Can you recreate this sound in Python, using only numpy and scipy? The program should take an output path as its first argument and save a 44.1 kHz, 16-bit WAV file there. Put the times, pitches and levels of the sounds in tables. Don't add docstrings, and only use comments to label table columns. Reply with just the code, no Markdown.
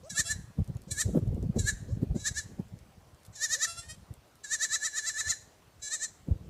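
import sys
import numpy as np
from scipy import signal
from scipy.io import wavfile
from scipy.ndimage import uniform_filter1d

SR = 44100
rng = np.random.default_rng(int(sys.argv[2]) if len(sys.argv) > 2 else 0)


def volts_from_decibels(level):
    exponent = np.asarray(level, float) / 20
    return 10 ** exponent


def bounce(signal):
    frames = np.transpose(np.atleast_2d(signal))
    limited = np.clip(frames, -1, 1)
    pcm = np.round(limited * 32767).astype(np.int16)
    wavfile.write(sys.argv[1], SR, pcm)


N = 286209

# f/Hz, level/dB per Hz
AIR_SPECTRUM = [(40, -13.5), (70, -3.5), (150, -12), (600, -10.5), (2000, -21.5), (7000, -27),
                (13000, -33.5), (15500, -33)]
# t/s, rumble level/dB
WIND_LEVEL = [(0, -53), (.27, -57), (.42, -44.5), (.53, -61), (.85, -48.5), (1.0, -48), (1.12, -41),
              (1.45, -35.5), (1.72, -40), (1.92, -46.5), (2.23, -50.5), (2.5, -45), (2.98, -56.5),
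              (3.2, -69), (4.02, -58), (4.2, -69.5), (6.2, -64), (6.4, -42.5)]
# f/Hz, level/dB per Hz
RUMBLE_SPECTRUM = [(20, -31.5), (38, -0.5), (70, 15), (120, -4.5), (180, 0), (300, -36.5), (600, -81.5)]
# f/Hz, level/dB per Hz
FLUTTER_SPECTRUM = [(80, -70), (150, 3), (220, 1), (500, -8.5), (800, -22.5), (1200, -38.5), (2500, -51)]
# t/s, peak level/dB, swing f/Hz
EDDIES = [(0.198, -31, 150), (0.36, -32, 95), (0.591, -17, 136), (0.7, -24, 128), (0.76, -25, 112),
          (0.921, -27, 112), (1.062, -19, 99), (1.094, -28, 250), (1.151, -25, 310), (1.174, -19.5, 297),
          (1.227, -25, 124), (1.272, -25.5, 110), (1.326, -25.5, 110), (1.377, -26.5, 173),
          (1.437, -25.5, 185), (1.565, -18.5, 173), (1.579, -24, 230), (1.653, -36.5, 114),
          (1.895, -34.5, 154), (1.974, -26, 144), (2.03, -13, 159.6), (2.115, -24.5, 121),
          (2.161, -18, 184), (2.313, -28.5, 101), (2.599, -21.5, 186), (4.111, -31, 100),
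          (5.278, -37.5, 80), (5.79, -48, 61), (6.287, -23, 166), (6.315, -18, 90)]
# start t/s, length t/s, level/dB, first pitch f/Hz, last pitch f/Hz
HUMS = [
    (0.029, 0.062, -51.5, 458, 696),
    (0.872, 0.064, -58.5, 494, 597),
    (1.877, .055, -55.5, 436, 600),
    (3.543, 0.055, -56.5, 440, 603),
]
# f/Hz, fading t/s
ECHO_FADE = [(500, 0.43), (1800, 0.85), (4000, 0.71), (7500, 0.57), (12000, 1)]
# f/Hz, width f/Hz, level/dB
KID_THROAT = [(660, 530, -31), (1710.6, 157, 14.5), (4030, 580, -5.5), (6050, 1610, -5.5), (7190, 1510, -2),
              (10700, 3600, -28)]
# f/Hz, width f/Hz, level/dB
OTHER_THROAT = [(644, 460, -8.5), (1355, 36, 18), (1840, 91, 14), (3370, 3400, -0.5), (5470, 2150, 1),
                (7670, 1100, 6), (9700, 2600, -1)]
# start t/s, hoarseness 0-1, tiring per s, mouth opening (factor on upper throat f)
BLEATS = [
    (.09, .12, .4, 1.03),
    (.9, .25, 0, 1.06),
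    (1.57, .22, 0, 1.04),
    (2.19, .12, 0, 1),
    (3.35, .05, .1, .96),
    (4.43, .03, .42, 1),
    (5.81, .04, .2, 1.03),
]
# resting pitch f/Hz, lower over upper voice level/dB, topmost partials level/dB
BLEAT_VOICES = [(575, 1, 7.5), (578, 1, 9.5), (546, 3.5, 7), (562, 1.5, 6), (590, 4.5, 9),
                (583.5, 5.5, 5.5), (590, 2, 1.5)]
# peak t/s, length t/s, effort level/dB, pitch f/Hz, lower over upper level/dB
SNAPS = [
    (0.104, 0.032, -36, 566, -12.5),
    (0.914, 0.043, -30, 578, -19.5),
    (1.592, 0.044, -31.5, 565.5, -18.5),
    (3.361, 0.0205, -44.5, 605, -18),
    (4.445, 0.023, -41, 572, 1),
]
# peak t/s, effort level/dB, top pitch f/Hz, climb t/s, drop t/s
ARCHES = [(.198, -23.5, 628, .017, 0.0099), (.316, -30.5, 590, 0.016, 0.008),
          (1.013, -26, 647, 0.025, 0.0093), (1.691, -29, 583, .021, 0.012),
          (2.276, -28, 628, 0.0174, 0.0097), (2.385, -32.5, 604, 0.014, 0.018),
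          (3.443, -27, 637, 0.021, 0.016), (3.539, -25.5, 647.5, 0.029, 0.014),
          (3.641, -25, 667, 0.024, 0.012), (4.538, -28, 641, 0.017, 0.015),
          (4.639, -26, 665.5, 0.022, 0.013), (4.747, -26.5, 671.6, 0.025, 0.013),
          (4.857, -28.5, 661, .02, .02), (4.984, -30.5, 640, 0.022, 0.0076),
          (5.086, -29, 673, 0.029, 0.015), (5.201, -29.5, 655, 0.026, 0.0097),
          (5.307, -27.5, 691, 0.028, 0.02), (5.94, -30, 641, 0.019, 0.016),
          (6.04, -31.5, 645, 0.016, 0.013)]
# peak t/s, tail t/s, effort level/dB, pitch f/Hz, lower over upper level/dB
ANSWERS = [
    (.166, .006, -37.5, 678, -11.5),
    (.268, 0.037, -35, 676, -21),
    (3.685, 0.067, -38, 671, -6),
    (3.786, 0.034, -38.5, 684, -9),
    (3.838, 0.057, -54.5, 610, -2),
    (3.905, 0.028, -40.5, 624, -7.5),
]
# t/s, peak level/dB
HOOF_TICKS = [(0.6432, -38), (0.6766, -40), (0.7502, -47), (0.7693, -42), (0.819, -44), (1.0994, -51),
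              (1.155, -59), (1.1896, -41), (1.276, -45), (1.3463, -44.5), (1.3734, -60), (1.4273, -42.5),
              (2.5924, -54), (2.684, -52), (2.7893, -43.5), (3.1465, -48), (3.2016, -51), (3.233, -43),
              (3.2505, -43), (3.2644, -42), (4.1392, -38), (4.355, -40.5), (4.4069, -51.5)]
# start t/s, length t/s, effort level/dB, first pitch f/Hz, last pitch f/Hz
SQUEAKS = [
    (0.878, 0.033, -59, 498, 575),
    (1.56, 0.024, -55, 511, 604),
    (1.898, .048, -64, 522, 610),
    (2.151, 0.05, -52, 481, 576),
    (3.326, .033, -58, 486, 580),
    (5.794, 0.019, -66, 490, 558),
]
# start t/s, length t/s, effort level/dB, pitch f/Hz, lower over upper level/dB
HOLDS = [
    (2.201, 0.045, -48, 562, -34),
    (5.831, .075, -40, 571, -21),
]

MURMUR_OUT_DB = -50


def evened(x):
    return x / np.sqrt(np.mean(x ** 2) + 1e-20)


def read(points, hz):
    f, value = np.transpose(points)
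    return np.interp(np.log(hz + 1), np.log(f + 1), value)


def add(mix, s, sound):
    part = mix[max(round(s * SR), 0):][:len(sound)]
    part += sound[:len(part)]


def coloured(spectrum, patchy_db):
    hz = np.fft.rfftfreq(1024, 1 / SR)
    a, b, patches = rng.standard_normal((3, len(hz), N // 256 + 5))
    patches = uniform_filter1d(patches, size=10, axis=0)
    patches = evened(uniform_filter1d(patches, size=10, axis=1))
    z = (a + 1j * b) * volts_from_decibels(read(spectrum, hz)[:, None] + patchy_db * patches)
    return evened(signal.istft(z, nperseg=1024, noverlap=768)[1][:N])


def wobble(length, hz):
    return evened(signal.lfilter(*signal.butter(2, hz, fs=SR), rng.standard_normal(length)))


def air():
    return volts_from_decibels(-62.5) * coloured(AIR_SPECTRUM, patchy_db=1.85)


def wind():
    t = np.arange(N) / SR
    lumps = 2.15 * np.tanh(wobble(N, 28.5) / 2.55)
    level_db = np.interp(t, *np.transpose(WIND_LEVEL))
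    rise_db_per_s, fall_db_per_s = 417, 203
    for s, db, hz in EDDIES:
        swell_db = db - 17 - 4.2 * np.log2(hz / 130)
        slope_db = np.maximum(rise_db_per_s * (s - t), fall_db_per_s * (t - s))
        level_db = np.maximum(level_db, swell_db - slope_db)
    flutter = coloured(FLUTTER_SPECTRUM, patchy_db=3.0)
    swings, bursts = np.zeros((2, N))
    u = np.arange(-1323, 1764) / SR
    for (s, db, hz), turn in zip(EDDIES, rng.random(len(EDDIES))):
        start = s + u[0]
        swing = np.exp(-(u * hz / 0.6) ** 2) * np.sin(2 * np.pi * (hz * u + turn))
        add(swings, start, volts_from_decibels(db - 1.0) * swing)
        faster = np.exp(-(u * hz / 0.86) ** 2) * np.sin(2 * np.pi * (1.817 * hz * u + 7 * turn))
        add(swings, start, volts_from_decibels(db - 11.5) * (hz / 200) ** 1.94 * faster)
        add(bursts, start, volts_from_decibels(db - 13.5) * (hz / 200) ** 2.12 * np.exp(-(u / 0.015) ** 2))
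    rumble = volts_from_decibels(level_db + 1.0 + 6.8 * lumps) * coloured(RUMBLE_SPECTRUM, patchy_db=4.0)
    flutter_gain = volts_from_decibels(level_db - 16.0 + 3.1 * lumps) + bursts
    return rumble + swings + flutter_gain * flutter


def hum(rows):
    s, hz, db = np.transpose(rows)
    t = np.arange(s[0], s[-1], 1 / SR)
    phase = 2 * np.pi * np.cumsum(np.interp(t, s, hz)) / SR
    leak = sum(wobble(len(t), 120) * np.sin(k * phase) for k in range(8, 15))
    tone = np.sin(phase) + volts_from_decibels(-16) * np.sin(2 * phase) + volts_from_decibels(-21) * leak
    level = np.sqrt(2) * volts_from_decibels(np.interp(t, s, db))
    return s[0], level * tone * signal.windows.tukey(len(t), .2)


def hums():
    out = np.zeros(N)
    shape = ((0, 0.046, -4), (.3, .33, 0), (.62, .72, 0), (1, 0.97, -1))
    for s, length, db, first_hz, last_hz in HUMS:
        rise_hz = last_hz - first_hz
        add(out, *hum([(s + u * length, first_hz + g * rise_hz, db + d) for u, g, d in shape]))
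    return out


def yard_echo(x):
    taps = np.zeros(SR)
    at = np.arange(300, SR - 20, 20) + rng.integers(0, 20, (SR - 301) // 20)
    taps[at] = rng.choice([-1., 1.], at.shape)
    hz, t, z = signal.stft(taps, SR, nperseg=256)
    near = volts_from_decibels(8.5 - 60 * t / 0.13)
    wood_edge = volts_from_decibels(-12.5) * np.exp(-((t - .085) / 0.052) ** 2)
    fading = volts_from_decibels(-60 * t / read(ECHO_FADE, hz)[:, None])
    colour = volts_from_decibels(3.25 * np.log2((hz[:, None] + 50) / 5000).clip(-3, 0))
    tail = signal.istft(z * colour * (near + wood_edge + fading), SR, nperseg=256)[1]
    stirred = x * (.45 + .9 * wobble(N, 170))
    return signal.fftconvolve(stirred, tail / np.linalg.norm(tail))[:N]


def syllable(rows, throat, jitter, hoarse, mouth, top_db):
    s, *columns = np.transpose(rows)
    t = np.arange(s[0] - .007, s[-1] + 0.026, 1 / SR)
    upper_db, hz, lower_db = (uniform_filter1d(np.interp(t, s, c), size=400) for c in columns)
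    k = np.arange(1, 27)[:, None]
    partial_hz = k * hz

    power = 0
    for f, width, db in throat:
        centre = f * (mouth if f > 5000 else 1)
        power = power + volts_from_decibels(2 * db) / (1 + (2 * (partial_hz - centre) / width) ** 2) ** 2.03
    ground_s = rng.uniform(.0006, .0011)
    power = power * (1 + .4 * np.cos(2 * np.pi * partial_hz * ground_s))
    power = power / (1 + (partial_hz / 12000) ** 8)
    high = np.broadcast_to((k < 2) | (k > 3), power.shape)
    power = power / np.where(high, (power * high).sum(0), (power * ~high).sum(0))
    height = np.sqrt(2 * power) * volts_from_decibels(np.where(high, upper_db, lower_db))
    flicker = evened(uniform_filter1d(rng.standard_normal(height.shape), size=700, axis=1))
    height = height * volts_from_decibels(top_db * (k > 16) + np.minimum(k / 4, 1.9) * flicker - k / 20)

    turns = np.cumsum(hz * (1 + jitter * wobble(len(t), 82))) / SR
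    closing = np.clip(-np.gradient(upper_db) * SR / 700, 0, 1)
    strain = volts_from_decibels(.5 * (upper_db - upper_db.max()))
    leap = np.clip((abs(np.gradient(hz)) * SR - 3600) / 4500, 0, 1)
    rough = .07 + 1.4 * hoarse * strain + .3 * closing + .55 * (1 - strain) ** 2 + leap
    smear = np.clip(rough * np.minimum(k, 13) / 11, 0, .95)
    breath = signal.lfilter(*signal.butter(2, 320, fs=SR), rng.standard_normal((2, len(k), len(t))))
    a, b = evened(breath) / np.sqrt(2)
    phase = 2 * np.pi * k * turns + .11 * k ** 2
    voice = height * ((np.sqrt(1 - smear ** 2) + smear * a) * np.cos(phase) + smear * b * np.sin(phase))
    return t[0], voice.sum(0) * signal.windows.tukey(len(t), 1100 / len(t))


def snap(peak, length, db, hz, lower_db):
    left_db = MURMUR_OUT_DB + 0.43 * (db - MURMUR_OUT_DB)
    return [(peak - .008, MURMUR_OUT_DB, 1.01 * hz, MURMUR_OUT_DB + 2 * lower_db - 26),
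            (peak, db, hz, db + lower_db),
            (peak + 0.435 * length, left_db, hz, left_db + 0.74 * lower_db),
            (peak + length, MURMUR_OUT_DB, .93 * hz, MURMUR_OUT_DB - 7)]


def bleats():
    out, starts = np.zeros(N), [row[0] for row in BLEATS]
    openings = [snap(*row) for row in SNAPS] + [hold(*row) for row in HOLDS]
    openings = sorted(openings, reverse=True)
    for row, later in zip(ARCHES, ARCHES[1:] + [(N,)]):
        call = np.searchsorted(starts, row[0]) - 1
        start, hoarse, tiring, mouth = BLEATS[call]
        rest_hz, lower_db, top_db = BLEAT_VOICES[call]
        tired = tiring * (row[0] - start)
        rows = arch(*row, rest_hz, lower_db, tired)
        if later[0] - row[0] > .2:
            rows[-1, [1, 3]] += -3.5
        if openings and openings[-1][0][0] < row[0]:
            first = openings.pop()
            rows = np.vstack([first, rows[rows[:, 0] > first[-1][0] + .004]])
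        add(out, *syllable(rows, KID_THROAT, jitter=.002, hoarse=hoarse + .55 * tired,
                           mouth=mouth, top_db=top_db))
    return out


def answer(peak, tail, db, hz, lower_db):
    in_db, out_db, glide = -15, -15.5, 0.0134
    return [(peak - .022, db + in_db, hz * (1 - glide), db + in_db + lower_db),
            (peak - .006, db - 4, hz, db + lower_db),
            (peak + 0.326 * tail, db - 2.5, hz * 1.004, db - 5 + lower_db),
            (peak + tail, db + out_db, hz * (1 + glide), db + 1.3 * out_db + lower_db)]


def answers():
    out = np.zeros(N)
    for row in ANSWERS:
        add(out, *syllable(answer(*row), OTHER_THROAT, jitter=.007, hoarse=.13, mouth=1, top_db=0))
    return out


def arch(peak, effort_db, top_hz, climb, drop, rest_hz, lower_db, tired):
    swell_s = climb + .028 + .03 * tired
    die_s = drop + .022 + .03 * tired
    s = peak + np.array([-swell_s, -climb, -climb / 2, 0, drop / 2, drop, die_s])
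    up_db, down_db = 365 * climb, 536 * drop
    db = effort_db - np.array([0, up_db, 0.44 * up_db, 0, 0.24 * down_db, down_db, 0])
    db[[0, -1]] = -48.5 + tired, MURMUR_OUT_DB
    jump = min(0.607 + 5.4 * max(tired - 0.174, 0), 1)
    hz = rest_hz + (top_hz - rest_hz) * np.array([0, 0, jump, 1, 0.81, 0, 0])
    slack_in = .94 + (1 - .94) * min(2.03 * tired, 1)
    hz[[0, -1]] *= slack_in, 0.99
    ring_hz, ring_width_hz = KID_THROAT[1][:2]
    ring_db = -17.2 * np.log10(1 + (2 * (3 * hz - ring_hz) / ring_width_hz) ** 2)
    shut_db = [-14.5 * (1 - 2 * tired), 0, 0, 0, 0, 0, -20.5]
    return np.transpose([s, db, hz, db + lower_db + ring_db + shut_db])


def grass():
    u = np.arange(900) / SR
    out = np.zeros(N)
    for s, db in HOOF_TICKS:
        puff, size, hz = rng.standard_normal(900), rng.exponential(1), rng.uniform(6400, 10300)
        crack = uniform_filter1d(puff, size=5) * np.cos(2 * np.pi * hz * u)
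        snapping = volts_from_decibels(db + 0.5 - 60 * u / 0.0093) * crack
        crackle = volts_from_decibels(db - 30.5 + 4.13 * size - 60 * u / 0.19) * puff
        add(out, s, snapping + crackle)
    out += volts_from_decibels(-54 + 1.5 * rng.exponential(1, N)) * (rng.random(N) < 25 / SR)
    return signal.lfilter(*signal.butter(2, [2500, 13000], "band", fs=SR), out)


def squeak(start, length, db, first_hz, last_hz):
    rise_hz = last_hz - first_hz
    return [(start + u * length, db + d, first_hz + u * rise_hz, db + d - 14)
            for u, d in ((0, -6), (.45, 0), (1, -4))]


def squeaks():
    out = np.zeros(N)
    for row in SQUEAKS:
        add(out, *syllable(squeak(*row), KID_THROAT, jitter=.004, hoarse=.2, mouth=1, top_db=2))
    return out


def hold(start, length, db, hz, lower_db):
    rows = [(start - .012, db - 11, hz, db + lower_db - 17)]
    for i, s in enumerate(np.arange(0, length, .019)):
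        rocking_hz = hz * (1 - 0.014 * (-1) ** i)
        rows.append((start + s, db, rocking_hz, db + lower_db * (1 - 0.89 * s / length)))
    return rows


def scene():
    ground = air() + wind() + grass()
    herd = hums() + bleats() + answers() + squeaks()
    return (volts_from_decibels(0.5) * herd + volts_from_decibels(-16) * yard_echo(herd) + ground)[None]


def roll_off(x):
    return signal.sosfilt(signal.butter(12, 15670, fs=SR, output="sos"), x)


def record(dry):
    no_bass = signal.lfilter(*signal.butter(3, 42, "high", fs=SR), dry)
    treble_edge = signal.firwin(511, 15600, window=("kaiser", 9), fs=SR)
    limited = signal.oaconvolve(no_bass, treble_edge[None], "same")
    return roll_off(limited)


dry = scene()
out = record(dry)
bounce(out)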